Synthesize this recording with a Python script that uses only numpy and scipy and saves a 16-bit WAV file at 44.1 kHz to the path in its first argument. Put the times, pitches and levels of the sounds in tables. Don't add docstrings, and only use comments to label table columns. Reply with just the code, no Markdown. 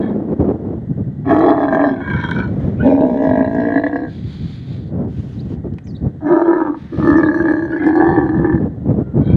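import sys
import numpy as np
from scipy import signal
from scipy.fft import rfft, irfft, next_fast_len
from scipy.io import wavfile
from scipy.ndimage import uniform_filter1d, minimum_filter1d, map_coordinates

SR = 44100
rng = np.random.default_rng(int(sys.argv[2]) if len(sys.argv) > 2 else 0)


def generate_wav(signal):
    frames = np.transpose(np.atleast_2d(signal))
    scaled = np.clip(frames, -1, 1) * 32767
    pcm = np.round(scaled).astype(np.int16)
    wavfile.write(sys.argv[1], SR, pcm)


N = 412776
TIME_S = np.arange(N) / SR

# (time [s], lowest resonance [Hz], effort [dB],
# second and third resonances over effort [dB], fourth resonance over effort [dB])
ROARS = [
    [(1.24, 293, -31.5, -14, -28), (1.3, 276, -10, -6.5, -17), (1.41, 315, -10, -6, -22.5),
     (1.56, 304, -14.5, -3, -20), (1.72, 278, -16.5, -2, -10.5), (1.85, 293, -15, -1, -12),
     (1.93, 264, -15, -15, -22.5), (2.03, 255, -26, -9, -12.5)],
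    [(2.82, 235, -17, -10.5, -24), (2.89, 268, -6.5, -8.5, -38), (3.04, 265, -11.5, -7.5, -37),
     (3.13, 238, -16.5, -11, -35.5), (3.21, 262.6, -15.5, -4, -19), (3.35, 255, -10.5, -6, -18),
     (3.53, 248, -16.5, -6.5, -17.5), (3.68, 274.5, -16, -7, -12.5), (3.87, 279, -18.5, -4, -8),
     (4.05, 288, -23, -8, -15), (4.11, 267, -35.5, -18, -15)],
    [(6.2, 293, -36.5, -9.5, -25.5), (6.29, 316.5, -5.5, -12.5, -22.5), (6.39, 349, -14.5, -5.5, -24),
     (6.48, 352, -8.5, -12, -24.5), (6.58, 345, -16, -7.5, -15.5), (6.7, 310, -17.5, -11.5, -25),
     (6.8, 290, -40.5, -15.5, -32)],
    [(6.91, 293, -21, -39, -27.5), (6.99, 299, -23.5, -16.5, -25), (7.09, 306, -6, -16.5, -15.5),
     (7.26, 318, -13.5, -17, -9), (7.55, 313, -16.5, -15, -9.5), (7.68, 332, -22.5, -18.5, -11),
     (7.79, 325, -18.5, -18.5, -8)],
    [(7.78, 329, -24.5, -16, -11), (7.87, 300, -12, -12.5, -19), (7.96, 314, -11, -8.5, -17),
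     (8.11, 353, -11.5, -4.5, -15), (8.25, 327.5, -15, -12.5, -18), (8.33, 318, -19, -13.5, -18),
     (8.53, 320, -14, -15.5, -15.5), (8.7, 286, -34.5, -30, -21.5)],
]
# (start [Hz], end [Hz], start level [dB], end level [dB])
GLIDES = [
    [(692, 659, 0, 0.5), (1142, 1010, -8.5, -10.5), (1720, 1590, 0, 1)],
    [(590, 703, 2, -2.5), (916, 1080, -13.5, -18), (1730, 1640, -2, 0.5)],
    [(660, 490, 1, -9.5), (964, 912, -9, 5), (1565, 1630, 1, -0.5)],
    [(860, 870, -1.5, 3.5), (1224, 1150, 6.5, -13), (1739, 1698, -1, -1)],
    [(734, 850, -2.5, -1.5), (1076, 1240, -17, -6.5), (1674, 1733, 3, -2)],
]
# (first rate [slaps/s], settled rate [slaps/s], settling time [s],
# weakening of every second slap [0-1], irregularity at start [0-1], irregularity at end [0-1])
FOLDS = [(142.3, 74, .25, 0.43, 0.53, .48), (111, 61, .09, 0.14, .35, .1), (138.5, 58, .35, 0, .6, .42),
         (89.9, 73, 0.23, 0.32, .3, .3), (94.88, 72, .6, 0.41, .3, .55)]
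# (time [s], level against a typical slap [dB])
HARD_SLAPS = [(1.406, 3), (1.579, 2.5), (1.91, -1), (2.098, 3), (2.133, 4), (2.237, 9.5), (2.287, 4.5),
              (2.311, 10.5), (2.874, 4), (3.25, -0.5), (3.333, -0.5), (3.444, 2), (3.475, 2), (3.72, 0.5),
              (3.836, 8.5), (3.864, 10), (3.928, 6), (3.957, 9.5), (6.267, 5.5), (6.416, 7.5), (6.531, 6),
              (6.744, 13), (7.048, 0.5), (7.128, -0.5), (7.232, 5), (7.343, 2.5), (7.4, 2), (7.483, 2),
              (8.524, 2.5)]
# (width [Hz], skirt width [Hz])
THROAT = [(26.7, 177), (50, 430), (72.4, 730), (62, 230)]
# (frequency factor [1], level [dB])
NEIGHBOURS = [
    [(1.377, -7), (1.143, -6.5), (1.11, -6), (1.08, -3)],
    [(1.68, -11), (1.263, -12), (1.7, -11), (1.14, -6.5)],
    [(3.75, -29.5), (1.1, -5.5), (1.3, -4), (1.07, 1.5)],
    [(1.645, -19), (0.702, 1), (.9, -13.5), (.94, -16.5)],
    [(1.63, -21.5), (1.1, -4.5), (.87, -5.5), (.92, -7)],
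]
# (frequency [Hz], width [Hz], level [dB])
MOUTHS = [
    [(2286, 240, 2.5), (2480, 70, -11.5), (3320, 120, -3.5), (4000, 99, -7.5), (5000, 440, -18),
     (6200, 460, -22), (9900, 2100, -28.5)],
    [(2220, 310, -0.5), (2650, 270, -4), (3430, 170, -8.5), (3960, 180, -7), (5270, 690, -15),
     (6500, 890, -17.5), (9200, 1500, -25.5)],
    [(2130, 35, -2), (2500, 66, -12.5), (3270, 100, -12), (4000, 190, -12), (5050, 200, -25),
     (5900, 160, -18), (9600, 1500, -24)],
    [(2270, 69, 1), (2700, 130, -7.5), (3280, 540, -2.5), (4270, 240, -1.5), (5400, 250, -13.5),
     (6170, 220, -12.5), (9600, 1100, -15.5)],
    [(2000, 68, 5), (2187, 110, 4), (2700, 110, -2.5), (3350, 330, 1), (4200, 240, -2.5),
     (5400, 250, -15.5), (6230, 220, -15), (9000, 900, -19.5)],
]
MOUTH_DB = [-27.5, -32, -37, -36, -36.5]
MOUTH_SHARE = 0.23

# (start [s], length [s], start frequency [Hz], end frequency [Hz],
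# level [dB], upper resonances' level [dB])
RASPS = [(-.08, .24, 1750, 1700, -41, -50), (1.982, .52, 1663, 1454, -25.5, -37.5),
         (2.755, 0.26, 2500, 2405, -43.5, -57), (7.723, 0.23, 1965, 2146, -37.5, -49.5),
         (9.193, .28, 1510, 1530, -43.5, -46)]
RASP_FOLDS = (72, 64, 0.16, 0.25, .62, .56)
# (factor on main resonance [1], width [Hz], level [dB])
RASP_MODES = [(0.632, 107, -7.5), (.9, 55, -9.5), (0.996, 47.6, -1.5), (1.149, 50, -14)]
# (frequency [Hz], width [Hz], level [dB])
GAPE = [(2050, 70, -5), (2242, 34, 3), (3130, 70, -8), (3270, 31, -1.5), (3805, 250, -7.5), (4060, 89, -13),
        (5600, 600, -24), (6960, 600, -29.5), (9550, 700, -32.5)]
RASP_RISE_S, RASP_FALL_S = 0.12, 0.11

# (start [s], length [s], start frequency [Hz], end frequency [Hz], level [dB])
SQUEAKS_AND_WHINE = [(2.795, 0.037, 1377, 1604, -28.5), (7.715, 0.037, 1370, 1570, -33),
                     (9.0, 0.18, 1400, 1375, -57.5)]
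# (time [s], peak level [dB], frequency [Hz])
SMACKS = [(1.39, -39.5, 4000), (5.737, -47, 3000), (5.784, -30, 1440), (5.871, -40, 1900),
          (7.865, -35.5, 4470), (7.881, -43, 5000), (7.958, -40, 4000)]

# (start [s], length [s], start level [dB], end level [dB])
BLOWS = [(2.453, 0.47, -46, -49.5), (4.058, 0.87, -46.5, -51.5), (5.069, .52, -51, -54.5),
         (6.733, 0.55, -48.5, -47.5)]
# (frequency [Hz], level [dB])
BLOW_COLOURS = [
    [(1000, 5), (1900, 6.5), (2600, -7.5), (3400, -4), (4500, -14), (6400, -19), (8000, -27), (14000, -38)],
    [(1000, -0.5), (2300, 3.5), (2800, -2.5), (3400, 7.5), (4600, 1.5), (5400, -13.5), (7000, -13.5),
     (8000, -25), (9500, -24), (14000, -39)],
    [(1000, 4.5), (2300, 0.5), (3200, 2), (4400, -4), (5400, -8.5), (7000, -11.5), (8000, -21), (9500, -21),
     (14000, -31)],
    [(900, 4), (1800, 9.5), (2800, 3), (3800, 3), (5000, -6.5), (6200, -10.5), (7500, -23), (9500, -25),
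     (14000, -36.5)],
]
BLOW_RISE_S, BLOW_FALL_S = 0.048, 0.05
BLOW_TRIM_DB, BLOW_ARCH_DB = -5.0, 4

# (start [s], length [s], start frequency [Hz], end frequency [Hz], level [dB])
CHIRPS = [(5.31, .06, 6300, 4000, -62), (5.385, 0.031, 3600, 5000, -45), (5.835, 0.029, 5600, 7600, -58.5),
          (5.855, 0.075, 6500, 3960, -51.5), (5.87, 0.08, 6730, 5400, -68),
          (5.945, 0.032, 3690, 4580, -44.5), (5.975, 0.01, 4550, 3980, -61.5),
          (7.16, 0.043, 5930, 5050, -48.5), (7.24, 0.048, 3950, 3770, -44)]
BIRD_TRIM_DB = -6.5

# (middle [s], length [s], rumble level [dB], eddy level [dB])
GUSTS = [(0.044, 0.044, -32.5, -15), (0.413, 0.058, -11.5, -10), (0.494, 0.092, -27, -12),
         (.905, 0.091, -14.5, -30.5), (0.999, 0.097, -14.5, -25.5), (1.072, 0.1, -17.5, -39),
         (2.155, 0.14, -15, -28), (2.381, 0.12, -16.5, -19.5), (2.668, 0.13, -15, -26),
         (2.813, 0.093, -14, -19.5), (3.302, 0.1, -19.5, -36), (4.258, 0.14, -21.5, -42),
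         (4.44, 0.13, -19.5, -45), (4.551, 0.031, -20, -47), (4.708, 0.11, -22, -36),
         (4.998, 0.26, -19, -21), (5.188, 0.071, -17.5, -47), (5.522, 0.11, -22, -26),
         (5.663, 0.058, -19.5, -18.5), (6.055, 0.11, -13.5, -23.5), (6.992, 0.048, -13.5, -16),
         (8.11, 0.092, -15.5, -31), (8.398, 0.18, -15.5, -18), (8.546, .07, -11, -23.5),
         (8.637, 0.12, -17.5, -15.5), (8.904, 0.14, -12.5, -15.5), (8.998, 0.1, -15.5, -14.5),
         (9.167, 0.066, -10, -14.5), (9.208, 0.09, -11, -13), (9.295, 0.1, -10.5, -17.5),
         (9.35, 0.055, -1, -12)]
# (time [s], rumble level [dB], eddy level [dB])
BREEZE = [(0, -31.5, -18), (.74, -21, -21), (.86, -30, -35), (1.25, -23.5, -39), (1.88, -37.5, -41.5),
          (2.12, -24.5, -27), (2.75, -17.5, -24.5), (3.05, -29.5, -35), (3.9, -31.5, -40.5),
          (4.35, -27, -43), (5.4, -26, -37.5), (6.2, -29.5, -41.5), (6.45, -53.5, -60), (6.9, -33.5, -53),
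          (7.04, -23.5, -39), (7.85, -32.5, -41), (8.45, -22.5, -34.5), (9.36, -27, -31.5)]
# (frequency [Hz], level [dB])
GUST_COLOUR = [(15, -49.5), (28, -36.5), (45, -13.5), (70, 2.5), (100, 6), (150, 6.5), (220, 0.5),
               (300, -7.5), (450, -21.5), (700, -45.5), (1500, -81)]
# (frequency [Hz], level [dB])
EDDY_COLOUR = [(100, -35.5), (200, 12.5), (300, 8), (450, 1.5), (700, -9), (1000, -20), (1500, -31),
               (2500, -46.5), (5000, -61), (12000, -77.5)]

# (frequency [Hz], width [Hz], level [dB])
HERD = [(730, 160, -61.5), (1534, 28, -68.5), (1900, 140, -68)]
# (frequency [Hz], level [dB])
AIR = [(50, -15), (150, 0.5), (350, -15.5), (700, -29), (1100, -34), (1900, -31), (2400, -47), (3400, -42),
       (5000, -53.5), (7000, -54), (10000, -62), (15000, -70.5)]
AIR_DB = -41.5
EDGE_HZ = 15500


def roar(rows, glides, tension, neighbours, upper_modes, upper_db):
    low_air, high_air = 0.94, 12.0
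    throb_db, gurgle_db, follow = 1.85, 2, 0.13
    t, low_hz, effort_db, middle_db, front_db = controls(rows)
    effort_db = effort_db + throb_db * wander(t, 22)
    bend = (low_hz / low_hz.mean()) ** follow
    tracks = [(low_hz, effort_db)]
    for (hz0, hz1, db0, db1), lift_db in zip(glides, [middle_db, middle_db, front_db]):
        glide_hz = bend * np.linspace(hz0, hz1, len(t))
        tracks.append((glide_hz, effort_db + lift_db + np.linspace(db0, db1, len(t))))

    slaps, puffs, rough = folds(t, tension, puff_decay_s=0.0079, leak=0.15)
    mouth_level_db = effort_db + upper_db + MOUTH_SHARE * front_db
    sound = gain_of(mouth_level_db) * mouth(t, evened(slaps) + high_air * puffs, upper_modes)
    powers = np.linspace(0.45, 1.9, len(THROAT))
    for k, power in enumerate(powers):
        drive = evened(slaps ** power) + low_air / power * rough * puffs
        drive *= gain_of(gurgle_db * wander(t, 59.9))
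        (hz, level_db), (width_hz, skirt_hz), (factor, neighbour_db) = tracks[k], THROAT[k], neighbours[k]
        hz = hz * (1 + 0.013 * wander(t, 40) + 0.01 * wander(t, 8))
        ring = evened(resonate(drive, hz, width_hz, skirt_hz))
        neighbour = resonate(drive, hz * factor, width_hz * factor, skirt_hz)
        ring += gain_of(neighbour_db) * evened(neighbour)
        polarity = (-1) ** k
        sound += polarity * gain_of(level_db) * levelled(ring, 0.054)
    return t[0], faded(sound)


def folds(t, tension, puff_decay_s, leak):
    first_per_s, settled_per_s, settling_s, weakening, rough_start, rough_end = tension
    rate_per_s = settled_per_s + (first_per_s - settled_per_s) * np.exp(-(t - t[0]) / settling_s)
    rough = np.linspace(rough_start, rough_end, len(t))
    turns = np.cumsum(rate_per_s * np.exp(0.5 * rough * wander(t, 130))) / SR

    hard = np.reshape([row for row in HARD_SLAPS if t[0] < row[0] < t[-1]], (-1, 2))
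    free_turns = np.interp(np.r_[t[0], hard[:, 0], t[-1]], t, turns)
    pairs = np.maximum(np.round(np.diff(free_turns) / 2), 1)
    whole_turns = np.r_[0, np.cumsum(2 * pairs)]
    slap_at = np.flatnonzero(np.diff(np.floor(np.interp(turns, free_turns, whole_turns))))

    sizes_db = (0.5 + 2.0 * rough[slap_at]) * rng.standard_normal(1024)[:len(slap_at)]
    sizes_db[whole_turns[1:-1].astype(int) - 1] = hard[:, 1]
    is_weak = np.arange(len(slap_at)) % 2 == 0
    slaps = np.zeros(len(t))
    slaps[slap_at] = gain_of(sizes_db) * (1 - np.clip(weakening, 0, 1) * is_weak)
    opening = signal.lfilter([1], [1, -np.exp(-1 / (puff_decay_s * SR))], slaps)
    puffs = evened((opening + leak) * rng.standard_normal(N)[:len(t)])
    return slaps, puffs, rough


def mouth(t, drive, modes):
    drive = drive * gain_of(3.0 * wander(t, 500))
    rings = 0
    for hz, width_hz, db in modes:
        drift = 1 + 0.022 * wander(t, 7)
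        flutter_db = 3.5 * wander(t, 16)
        rings += gain_of(db + flutter_db) * evened(resonate(drive, hz * drift, width_hz, 380 + width_hz))
    return levelled(rings, 0.11)


def rasp(start_s, length_s, start_hz, end_hz, level_db, upper_db):
    t = np.arange(max(start_s, 0), start_s + length_s, 1 / SR)
    hz = np.linspace(start_hz, end_hz, len(t)) * (1 + 0.012 * wander(t, 25))
    slaps, puffs, _ = folds(t, RASP_FOLDS, puff_decay_s=0.005, leak=0.11)
    drive = evened(slaps) + 1.8 * puffs
    ring = 0
    for factor, width_hz, db in RASP_MODES:
        ring += gain_of(db) * evened(resonate(drive, hz * factor, width_hz, 180))
    front = gain_of(level_db) * levelled(ring, 0.063)
    upper = gain_of(upper_db) * mouth(t, drive, GAPE)
    return t[0], faded(swell(t, start_s, length_s, RASP_RISE_S, RASP_FALL_S) * (front + upper))


def smacks():
    decay_s = 0.0026
    out, t = np.zeros(N), np.arange(2048) / SR
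    for at_s, peak_db, hz in SMACKS:
        burst = rng.standard_normal(len(t)) * np.exp(-t / decay_s)
        snap = resonate(burst, hz, hz, 2 * hz)
        add(out, at_s, gain_of(peak_db) * snap / abs(snap).max())
    return out


def blows():
    out = np.zeros(N)
    for (start_s, length_s, start_db, end_db), colour in zip(BLOWS, BLOW_COLOURS):
        t = np.arange(start_s, start_s + length_s, 1 / SR)
        arch_db = BLOW_ARCH_DB * np.sin(np.pi * (t - start_s) / length_s)
        flutter_db = 1.1 * wander(t, 120) + 2.0 * wander(t, 18)
        level_db = BLOW_TRIM_DB + np.linspace(start_db, end_db, len(t)) + arch_db + flutter_db
        envelope = swell(t, start_s, length_s, BLOW_RISE_S, BLOW_FALL_S)
        add(out, start_s, noise(colour)[:len(t)] * gain_of(level_db) * envelope)
    return out


def whistles(rows, waver, overtone_db):
    out = np.zeros(N)
    for start_s, length_s, start_hz, end_hz, db in rows:
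        t = np.arange(0, length_s, 1 / SR)
        hz = np.linspace(start_hz, end_hz, len(t)) * (1 + waver * wander(t, 350))
        phase = 2 * np.pi * np.cumsum(hz) / SR
        note = np.sin(phase) + gain_of(overtone_db) * np.sin(2 * phase)
        add(out, start_s, gain_of(db) * evened(note * signal.windows.tukey(len(t), 0.7)))
    return out


def pen(x, wet_db, t60_s):
    t = np.arange(SR // 2) / SR
    scattered = rng.random(len(t)) < 1500 / SR
    decay = gain_of(-60 * t / t60_s)
    taps = rng.standard_normal(len(t)) * scattered * (t > 0.004) * decay
    out = x + gain_of(wet_db) * signal.oaconvolve(x, taps / np.linalg.norm(taps))[:N]
    add(out, 0.0062, gain_of(-14) * x)
    return out


def wind():
    lumps_db = 3.0 * wander(TIME_S, 45)
    rumble = levelled(noise(GUST_COLOUR) * gain_of(lumps_db), 0.038)
    tearing = levelled(noise(EDDY_COLOUR) * gain_of(lumps_db + 2 * wander(TIME_S, 220)), 0.027)
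    breeze_s, push_db, tear_db = np.transpose(BREEZE)
    buffets_db = 3.0 * wander(TIME_S, 24)
    push = gain_of(np.interp(TIME_S, breeze_s, push_db) + buffets_db)
    tear = gain_of(np.interp(TIME_S, breeze_s, tear_db) + buffets_db)
    for middle_s, length_s, rumble_db, eddy_db in GUSTS:
        arch = np.clip(1 - (2 * (TIME_S - middle_s) / length_s) ** 2, 0, 1) ** 1.5
        push = np.maximum(push, gain_of(rumble_db) * arch)
        tear = np.maximum(tear, gain_of(eddy_db) * arch)
    return faded(push * rumble + tear * tearing)


def distance():
    herd = 0
    for hz, width_hz, db in HERD:
        swell_db = 2.6 * wander(TIME_S, 7.6)
        herd += gain_of(db + swell_db) * evened(resonate(rng.standard_normal(N), hz, width_hz, 400))
    return herd + gain_of(AIR_DB) * noise(AIR)


def resonate(x, hz, width_hz, skirt_hz):
    turn = np.exp(2j * np.pi * np.cumsum(hz * np.ones(len(x))) / SR)
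    z = x / turn + 1e-18
    for r in np.exp(-np.pi * np.array([width_hz, skirt_hz, 2 * skirt_hz]) / SR):
        z = signal.lfilter([1 - r], [1, -r], z)
    return 2 * (turn * z).real


def noise(colour):
    f_hz, db = np.transpose(colour)
    size = next_fast_len(N)
    hz = np.fft.rfftfreq(size, 1 / SR)
    shape = gain_of(np.interp(np.log(hz + 1), np.log(f_hz + 1), db))
    return evened(irfft(rfft(rng.standard_normal(size)) * shape, size)[:N])


def wander(t, per_s):
    place = (t - t[0]) * per_s
    grid = np.arange(0, place[-1] + 1, 0.125)
    knots = rng.standard_normal(4096)
    return np.interp(place, grid, map_coordinates(knots, [grid], order=2, mode="wrap"))


def controls(rows):
    s, *columns = np.transpose(rows)
    t = np.arange(s[0], s[-1], 1 / SR)
    return [t] + [np.interp(t, s, column) for column in columns]


def swell(t, start_s, length_s, rise_s, fall_s):
    return np.clip((t - start_s) / rise_s, 0, 1) * np.clip((start_s + length_s - t) / fall_s, 0, 1)


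def faded(x):
    return x * signal.windows.tukey(len(x), min(0.01 * SR / len(x), 1))


def levelled(x, seconds):
    size = max(int(seconds * SR), 3)
    power = uniform_filter1d(uniform_filter1d(x ** 2, size), size)
    return x / np.sqrt(abs(power) + 1e-4 * np.mean(x ** 2))


def evened(x):
    return x / np.sqrt(np.mean(x ** 2) + 1e-20)


def gain_of(db):
    return 10 ** (np.asarray(db) / 20)


def add(mix, at_s, sound):
    part = mix[max(round(at_s * SR), 0):][:len(sound)]
    part += sound[:len(part)]


def scene():
    calls = whistles(SQUEAKS_AND_WHINE, waver=0.025, overtone_db=-24.5) + smacks()
    for call in zip(ROARS, GLIDES, FOLDS, NEIGHBOURS, MOUTHS, MOUTH_DB):
        add(calls, *roar(*call))
    for row in RASPS:
        add(calls, *rasp(*row))
    bird = gain_of(BIRD_TRIM_DB) * whistles(CHIRPS, waver=0.062, overtone_db=-29.5)
    echoed = pen(calls, wet_db=-16.5, t60_s=0.6) + pen(bird, wet_db=-12.5, t60_s=0.7)
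    return (echoed + blows() + wind() + distance())[None]


def record(dry):
    room = 1 / np.maximum(abs(dry[0]), 1)
    limited = dry * uniform_filter1d(minimum_filter1d(room, size=301), size=301)
    low_pass = signal.firwin(511, EDGE_HZ, window=("kaiser", 9), fs=SR)
    return signal.oaconvolve(limited, low_pass[None], "same")


dry = scene()
out = record(dry)
generate_wav(out)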